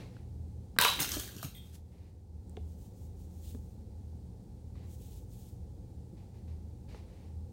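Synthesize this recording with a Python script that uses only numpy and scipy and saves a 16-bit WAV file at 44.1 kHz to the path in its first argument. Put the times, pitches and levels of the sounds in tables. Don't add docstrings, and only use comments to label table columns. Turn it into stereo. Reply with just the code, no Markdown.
import sys
import numpy as np
from scipy import signal
from scipy.fft import rfft, irfft, next_fast_len
from scipy.io import wavfile

SR = 44100
rng = np.random.default_rng(int(sys.argv[2]) if len(sys.argv) > 2 else 0)


def pcm_store(signal):
    levels = np.round(np.clip(np.atleast_2d(signal), -1, 1) * 32767)
    wavfile.write(sys.argv[1], SR, levels.astype(np.int16).T)


N = 332028
TIME = np.arange(N) / SR

# t/s, level/dB
ROLL_FORCE = [(.96, -44), (1.003, -29), (1.06, -44), (1.13, -38.5), (1.2, -42.5), (1.34, -54), (1.45, -49),
              (1.53, -75), (1.75, -68), (1.8, -82.5)]
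# f/Hz, level/dB
TRACK_SPECTRUM = [(290, -35), (500, -30), (659, -10), (1090, -8.5), (1600, -11), (1870, -12.5),
                  (3250, -5.5), (5240, -9.5), (5970, -4), (7310, -7.5), (11300, -9.5), (12700, -4),
                  (16000, -10)]
# f/Hz, bandwidth/Hz, level/dB
TRACK_RESONANCES = [(1690, 65, 5), (3350, 56, -11), (3950, 135, -5.5), (5860, 140, 8.5), (6180, 26, -14.5),
                    (7360, 40, -21), (8800, 150, 3.5), (10000, 120, 11.5), (12700, 51, -38),
                    (12900, 60, -24), (14340, 36, 6), (15600, 240, 18)]
# t/s, level/dB, treble level/dB, struck part f/Hz, its ring level/dB
JOINT_CLACKS = [(.9915, -21.5, -8, 1950, -6), (1.0028, -17, 2.5, 11100, -8.5), (1.0195, -26, -5, 8670, -3),
                (1.045, -31.5, -4, 1460, 8.5), (1.0915, -23.5, 2, 13220, -5), (1.118, -24, 6, 5800, -1),
                (1.1975, -29.5, 10, 6040, -10), (1.277, -39, 7, 1600, -6), (1.3645, -39.5, 4, 5700, -3),
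                (1.4285, -31.5, 4.5, 835, -2.5), (1.446, -30, -14, 1500, -21), (1.754, -53, -2, 11100, -2)]
# t/s, left-right level/dB, lag of the right port/ms
CAR_PATH = [(.95, -3, 0.25), (1.0, 5, 0.0041), (1.06, 0, -0.029), (1.4, -2.5, -0.017), (1.749, -23, -0.057)]
# t/s, level/dB, treble level/dB, struck part f/Hz, its ring level/dB
LAUNCHER_BLOWS = [(.7868, -6.5, 0, 1623, -3), (.8015, -21, 2, 5240, -4), (.8128, -13, 8, 978, -5.5),
                  (.8205, -16, -1, 3560, -1), (.8225, -14.5, 1, 3710, -2), (.8375, -20.5, -1, 2980, -0.5),
                  (.8478, -10, -4, 2190, -5.5), (.851, -13, -8, 1200, 0), (.863, -28, -10, 1164, 5),
                  (.882, -25.5, -7, 3800, 3.5)]
# f/Hz, level/dB
HOUSING_SPECTRUM = [(150, -20.5), (290, -18.5), (440, -8.5), (720, -10.5), (1020, -1), (1330, 0.5),
                    (1680, -7.5), (2050, -12), (2500, -4.5), (3200, -2.5), (3850, -3), (4300, -8.5),
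                    (7500, -11), (16000, -12.5)]
# f/Hz, bandwidth/Hz, level/dB
HOUSING_RESONANCES = [(990, 240, -5), (1240, 110, -3), (1860, 65, -14), (2330, 30, -12), (3080, 110, -8),
                      (3100, 55, -5), (3700, 40, -6.5), (3640, 45, -6), (3880, 70, -1.5), (6840, 110, -14)]
# t/s, hold/s, level/dB
CARPET_HISS = [(1.55, .03, -64), (1.62, .1, -68), (1.74, 0.017, -59.5), (1.86, 0.24, -81)]
# t/s, level/dB
METAL_TOUCHES = [(1.5475, -42), (1.551, -40.5), (1.566, -46)]
# f/Hz, bandwidth/Hz, level/dB
METAL_RESONANCES = [(1990, 110, -5), (2540, 72, -8), (3260, 79, -4), (3580, 62, -2.5), (3780, 52, -8),
                    (8400, 230, -7), (13300, 410, -2), (14400, 320, -10), (15600, 260, -6)]
# t/s, level/dB, f/Hz, tick level/dB
TRACK_SLAPS = [(.7635, -37, 241, 5), (.788, -31, 196, -16), (.849, -26, 440, -9), (1.001, -31, 135, -20),
               (1.006, -37, 300, -22), (1.132, -41, 307, -17), (1.168, -29.5, 298, -2),
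               (1.362, -38, 202, -22), (1.429, -37, 654, -5), (1.443, -30.5, 135, -27)]
# t/s, level/dB, f/Hz, tick level/dB
KNOCKS_AND_TICKS = [(.167, -47.5, 1520, -26), (2.496, -44, 8400, -26), (2.569, -45.5, 3520, 3),
                    (2.573, -35, 414.4, -18), (3.548, -35.5, 237.5, -11.5), (4.755, -55.5, 1100, -4.5),
                    (6.129, -38.5, 189, -36), (6.946, -41.5, 465, -3.5)]
# t/s, hold/s, level/dB
CLOTH_STROKES = [(2.68, 0.056, -75), (2.81, 0.055, -69), (2.98, 0.074, -71), (3.19, .05, -71),
                 (3.33, .08, -71), (3.455, 0.062, -61), (3.56, .16, -76), (4.915, 0.028, -66),
                 (5.02, 0.15, -64), (5.33, .16, -66.5)]
# f/Hz, level/dB
STROKE_SPECTRUM = [(1180, -23), (2000, -15.5), (3370, -2), (5440, 4), (6530, 3), (10600, -6.5),
                   (15100, -5.5), (16000, -1)]
# t/s, hold/s, level/dB
FAINT_SWELLS = [(0, 0.014, -55), (.09, 0.092, -67), (1.92, .16, -72.5), (4.755, .09, -67),
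                (6.17, 0.038, -69), (6.345, 0.027, -70.5), (6.48, 0.017, -67), (6.89, 0.085, -60.5),
                (7.08, 0.18, -68.5)]
# f/Hz, level/dB
SWELL_SPECTRUM = [(400, 12), (900, 3.5), (1400, -6), (2100, 0.5), (3300, -5.5), (4200, -3.5), (5800, -10),
                  (8000, -15), (16000, -24.5)]
# f/Hz, level/dB
AIR_SPECTRUM = [(20, -21.5), (35, -13.5), (50, -2), (100, -1), (140, -12.5), (200, -10), (260, -16),
                (350, -19), (520, -21), (620, -33), (740, -28), (860, -27), (1000, -39.5), (1300, -49)]
# f/Hz, level/dB
HISS_SPECTRUM = [(900, 2), (1200, 3), (1600, -1), (3000, -3.5), (4200, 1), (5500, -0.5), (9700, -1),
                 (10300, -7.5), (16000, -6)]
# f/Hz, correlation (dimensionless)
PORT_CORRELATION = [(30, 0.82), (130, 1), (290, 0.57), (640, 0.27), (1400, 0), (16000, 0)]
# f/Hz, level/dB, wavering width/Hz
HUM_LINES = [(54, -64.5, 2.4), (79.2, -50.5, 2.3), (118.8, -57, .3), (177, -62.5, 4)]
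# f/Hz, t/s
ROOM_DECAY = [(150, 0.47), (1000, 0.21), (3500, 0.46), (8000, 0.3), (16000, .26)]

PASS_S, PASS_DB = 0.96, -40
HOLLOW_DB, HOLLOW_FADE_DB_PER_S = -15.5, 36.5
RUMBLE_DB, RUMBLE_FOLLOWS = -51, 0.78
LIGHT_CLACK_DB, LIGHT_SPREAD_DB, LIGHT_LOW_HZ, LIGHT_HIGH_HZ = 3.5, 3.5, 1410, 6950
LIGHT_START_S, LIGHT_END_S = 1, 1.48
SHAKE_START_S, SHAKE_BUILD_S, SHAKE_HOLD_S, SHAKE_DB, SHAKE_FALL_DB_PER_S = .787, .03, 0.054, -33.5, 152
RUN_OUT_RISE_DB_PER_S, RUN_OUT_FALL_DB_PER_S = 700, 450
THUD_CYCLES, THUD_ATTACK_CYCLES = 15, .25
BRUSH_RISE_DB_PER_S, BRUSH_FALL_DB_PER_S = 220, 170
FIRM_DB, RUB_DB, RUB_GROWTH = -64, -64, 1.28
SWELL_RISE_DB_PER_S, SWELL_FALL_DB_PER_S = 1600, 125
DIP_START_S, DIP_SINK_S, DIP_END_S, DIP_RETURN_S, DIP_DB = 1.06, 0.96, 2.5, 0.19, -4.5
CUTOFF_HZ = 15950


def cars():
    roll = level(ROLL_FORCE)
    chatter = grains(per_s=2200, spread_db=2.5)
    chatter = chatter * from_db(3.4 * drift(40))
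    clacks = from_db(-7) * blows(JOINT_CLACKS, contact_ms=3.64, treble_hz=7000, part_width_hz=360)
    force = from_db(-4.5) * roll * chatter + clacks + light_clacks(ring_db=0, count=26)

    broad = colour(force, TRACK_SPECTRUM)
    ringing = resonate(force, TRACK_RESONANCES)
    track = from_db(-0.5) * broad + from_db(-9.0) * ringing

    hollow_noise = rms_one(cut(grains(per_s=1000, spread_db=5), [850, 2300], "band"))
    hollow = roll * from_db(HOLLOW_DB - HOLLOW_FADE_DB_PER_S * (TIME - PASS_S)) * hollow_noise
    rumble_noise = rms_one(cut(grains(per_s=240, spread_db=1.0), [140, 420], "band"))
    rumble = from_db(RUMBLE_DB) * (roll / from_db(PASS_DB)) ** RUMBLE_FOLLOWS * rumble_noise

    moving = wander(np.ravel(track + hollow), echo_ms=0.58, swing_ms=.2, depth=0.45, rate=6)
    s, pan_db, lag_ms = np.transpose(CAR_PATH)
    direct = place(moving, np.interp(TIME, s, pan_db), np.interp(TIME, s, lag_ms))
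    return direct + rumble + from_db(-1.5) * room(moving)


def light_clacks(ring_db, count):
    roll_s, roll_db = np.transpose(ROLL_FORCE)
    when, strength, pitch = rng.random((count, 3)).T
    s = LIGHT_START_S + when * (LIGHT_END_S - LIGHT_START_S)
    db = np.interp(s, roll_s, roll_db) + LIGHT_CLACK_DB + LIGHT_SPREAD_DB * (2 * strength - 1)
    hz = LIGHT_LOW_HZ * (LIGHT_HIGH_HZ / LIGHT_LOW_HZ) ** pitch
    taps = [(at, peak_db, 0, part_hz, ring_db) for at, peak_db, part_hz in zip(s, db, hz)]
    return blows(taps, contact_ms=0.88, treble_hz=7000, part_width_hz=80)


def wander(x, echo_ms, swing_ms, depth, rate):
    delay_s = np.abs(echo_ms + swing_ms * drift(rate)) / 1000
    echo = np.interp(TIME - delay_s, TIME, x)
    return (x + depth * echo) / np.sqrt(1 + depth ** 2)


def launcher():
    settling_s = np.maximum(TIME - SHAKE_START_S - SHAKE_BUILD_S - SHAKE_HOLD_S, 0)
    shake = ramp(SHAKE_START_S, SHAKE_BUILD_S) * from_db(SHAKE_DB - SHAKE_FALL_DB_PER_S * settling_s)
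    rattle = shake * grains(per_s=530, spread_db=3)
    impacts = from_db(-5.5) * blows(LAUNCHER_BLOWS, contact_ms=1.7, treble_hz=6026, part_width_hz=180)
    force = impacts + rattle

    broad = colour(force, HOUSING_SPECTRUM)
    ringing = resonate(force, HOUSING_RESONANCES)
    housing = from_db(2.0) * broad + from_db(-10.0) * ringing
    body = cut(housing, 5000, "low", order=1)
    crack = housing - body
    direct = place(body, pan_db=4, lag_ms=.45) + place(crack, pan_db=10, lag_ms=0.41)
    reflected = room(body + from_db(-2.0) * crack, build_s=0.011) * from_db([[-1], [1]])
    return direct + from_db(-4.5) * reflected


def run_out():
    contacts = np.array([grains(per_s=6000, spread_db=4) for port in range(2)])
    pile = rms_one(cut(contacts, [1500, 14000], "band", order=1))
    strength = swells(CARPET_HISS, RUN_OUT_RISE_DB_PER_S, RUN_OUT_FALL_DB_PER_S)
    pan_db = -7
    return strength * pile * from_db([[pan_db / 2], [-pan_db / 2]])


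def ping():
    touches = [(s, db, 0, 3500, -12) for s, db in METAL_TOUCHES]
    contact = blows(touches, contact_ms=1.1, treble_hz=7000, part_width_hz=460)
    metal = resonate(contact, METAL_RESONANCES)
    return from_db(-3) * place(metal, pan_db=1, lag_ms=-0.087) + room(metal)


def bumps():
    slaps = thuds(TRACK_SLAPS, overtone_ratio=2.02, overtone_db=-10, tick_hz=1216, tick_s=.004)
    knocks = thuds(KNOCKS_AND_TICKS, overtone_ratio=1.73, overtone_db=-8.5, tick_hz=2470, tick_s=0.0021)
    direct = from_db(0.5) * slaps + place(knocks, pan_db=-11.5, lag_ms=0)
    return direct + from_db(-9.0) * room(slaps + knocks)


def cloth():
    hiss = swells(CLOTH_STROKES, BRUSH_RISE_DB_PER_S, BRUSH_FALL_DB_PER_S)
    rub = from_db(RUB_DB) * (hiss / from_db(FIRM_DB)) ** RUB_GROWTH
    fibres = colour(rng.standard_normal((2, N)), STROKE_SPECTRUM) * from_db(1 * drift(40))
    high_fibres = rms_one(cut(fibres, 5930, "high"))
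    low_fibres = rms_one(cut(fibres, 4370, "low"))
    strokes = from_db(6) * hiss * high_fibres + rub * low_fibres
    pan_db = -9.5
    return strokes * from_db([[pan_db / 2], [-pan_db / 2]])


def faint_swells():
    soft_noise = np.array([grains(per_s=9000, spread_db=-0.5) for port in range(2)])
    gain = from_db(6.0) * swells(FAINT_SWELLS, SWELL_RISE_DB_PER_S, SWELL_FALL_DB_PER_S)
    return gain * colour(soft_noise, SWELL_SPECTRUM)


def background():
    air = from_db(-48.5) * rms_one(cut(colour(wide_noise(), AIR_SPECTRUM), 1200, "low", order=4))
    hiss = from_db(-72) * rms_one(cut(colour(wide_noise(), HISS_SPECTRUM), 1000, "high"))
    hum = 0
    for hz, db, width_hz in HUM_LINES:
        waver = drift(width_hz) + 1j * drift(width_hz)
        line = np.real(waver * np.exp(2j * np.pi * hz * TIME))
        hum = hum + from_db(db) * rms_one(line)
    throb = from_db(1.5 * drift(4.3))
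    dip = ramp(DIP_START_S, DIP_SINK_S) - ramp(DIP_END_S - DIP_RETURN_S, DIP_RETURN_S)
    return (air + hum * throb + hiss) * from_db(DIP_DB * dip) * from_db([[.1], [.7]])


def wide_noise():
    size = next_fast_len(N, real=True)
    hz = np.arange(size // 2 + 1) * SR / size
    alike = np.clip(at_hz(PORT_CORRELATION, hz), -1, 1)
    mid, side = rfft(rng.standard_normal((2, size)))
    common = np.sqrt((1 + alike) / 2) * mid
    opposed = np.sqrt((1 - alike) / 2) * side * [[1], [-1]]
    return irfft(common + opposed, size)[:, :N]


def blows(rows, contact_ms, treble_hz, part_width_hz, size=2048):
    out = np.zeros(N + size)
    fade = np.exp(-np.arange(size) / SR * 1000 / contact_ms)
    for s, db, treble_db, part_hz, part_db in rows:
        buzz = rms_one(rng.standard_normal(size) * fade)
        dull = cut(buzz, treble_hz, "low", order=1)
        ring = rms_one(resonate(buzz, [(part_hz, part_width_hz, 0)]))
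        blow = dull + from_db(treble_db) * (buzz - dull) + from_db(part_db) * ring
        out[round(s * SR):][:size] += from_db(db) * blow * np.sqrt(np.mean(fade ** 2))
    return out[:N]


def thuds(rows, overtone_ratio, overtone_db, tick_hz, tick_s, size=8192):
    out, t = np.zeros(N + size), np.arange(size) / SR
    for s, db, hz, tick_db in rows:
        cycles = hz * t
        fade = from_db(-60 * cycles / THUD_CYCLES) * (1 - np.exp(-cycles / THUD_ATTACK_CYCLES))
        fundamental = np.sin(2 * np.pi * cycles)
        overtone = from_db(overtone_db) * np.sin(2 * np.pi * overtone_ratio * cycles)
        ring = (fundamental + overtone) * fade
        tick = cut(rng.standard_normal(size) * np.exp(-t / tick_s), tick_hz, "low")
        out[round(s * SR):][:size] += from_db(db) * (ring + from_db(tick_db) * tick)
    return out[:N]


def grains(per_s, spread_db):
    sizes = from_db(spread_db * np.minimum(rng.exponential(1, N), 4)) * rng.choice([-1, 1], N)
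    return rms_one(sizes * (rng.random(N) < per_s / SR))


def place(x, pan_db, lag_ms):
    x = np.ravel(x)
    late = np.interp(TIME - lag_ms / 1000, TIME, x)
    return np.array([x * from_db(pan_db / 2), late * from_db(-pan_db / 2)])


def room(x, build_s=0.0045, size=24000):
    t, edges = np.arange(size) / SR, np.geomspace(80, 18000, 10)
    tail = 0
    for low, high in zip(edges, edges[1:]):
        decay = from_db(-60 * t / at_hz(ROOM_DECAY, np.sqrt(low * high)))
        tail = tail + cut(rng.standard_normal((2, size)), [low, high], "band") * decay
    tail = rms_one(tail * (1 - np.exp(-t / build_s))) / np.sqrt(size)
    return signal.oaconvolve(np.atleast_2d(x), tail, axes=-1)[:, :N]


def resonate(x, modes):
    out, power = 0, 0
    for k, (hz, width, db) in enumerate(modes):
        r = np.exp(-np.pi * width / SR)
        zeros = np.array([1, 0, -1]) * (1 - r * r) / 2
        poles = [1, -2 * r * np.cos(2 * np.pi * hz / SR), r * r]
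        out = out + (-1) ** k * from_db(db) * signal.lfilter(zeros, poles, x + 1e-18)
        power += from_db(db) ** 2 * np.pi * width / SR
    return out / np.sqrt(power)


def colour(x, spectrum, size=8192):
    gain = rms_one(from_db(at_hz(spectrum, np.arange(size // 2 + 1) * SR / size)))
    cepstrum = irfft(np.log(gain))
    cepstrum[1:size // 2] *= 2
    cepstrum[size // 2 + 1:] = 0
    response = irfft(np.exp(rfft(cepstrum)))
    return signal.oaconvolve(np.atleast_2d(x), response[None], axes=-1)[:, :N]


def cut(x, hz, kind, order=2):
    return signal.sosfilt(signal.butter(order, hz, kind, fs=SR, output="sos"), x + 1e-18)


def swells(rows, rise_db_per_s, fall_db_per_s):
    each = []
    for s, hold_s, db in rows:
        before_s = np.maximum(s - TIME, 0)
        after_s = np.maximum(TIME - s - hold_s, 0)
        each.append(db - rise_db_per_s * before_s - fall_db_per_s * after_s)
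    return from_db(np.maximum(np.max(each, axis=0), -200))


def drift(rate):
    knots = rng.standard_normal(int(N / SR * rate * 2) + 4)
    return np.interp(TIME * rate * 2, np.arange(len(knots)), knots) / np.sqrt(2 / 3)


def ramp(start_s, length_s):
    return np.clip((TIME - start_s) / length_s, 0, 1)


def level(rows):
    s, db = np.transpose(rows)
    return from_db(np.interp(TIME, s, db)) * (TIME >= s[0]) * (TIME <= s[-1])


def at_hz(points, hz):
    f, value = np.transpose(points)
    return np.interp(np.log(np.maximum(hz, 1)), np.log(f), value)


def from_db(db):
    return 10 ** (np.asarray(db) / 20)


def rms_one(x):
    return x / np.sqrt(np.mean(x ** 2) + 1e-20)


def scene():
    return cars() + launcher() + run_out() + ping() + bumps() + cloth() + faint_swells() + background()


def record(dry):
    rounded = np.tanh(dry)
    return signal.sosfilt(signal.ellip(12, .1, 80, CUTOFF_HZ, fs=SR, output="sos"), rounded)


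dry = scene()
out = record(dry)
pcm_store(out)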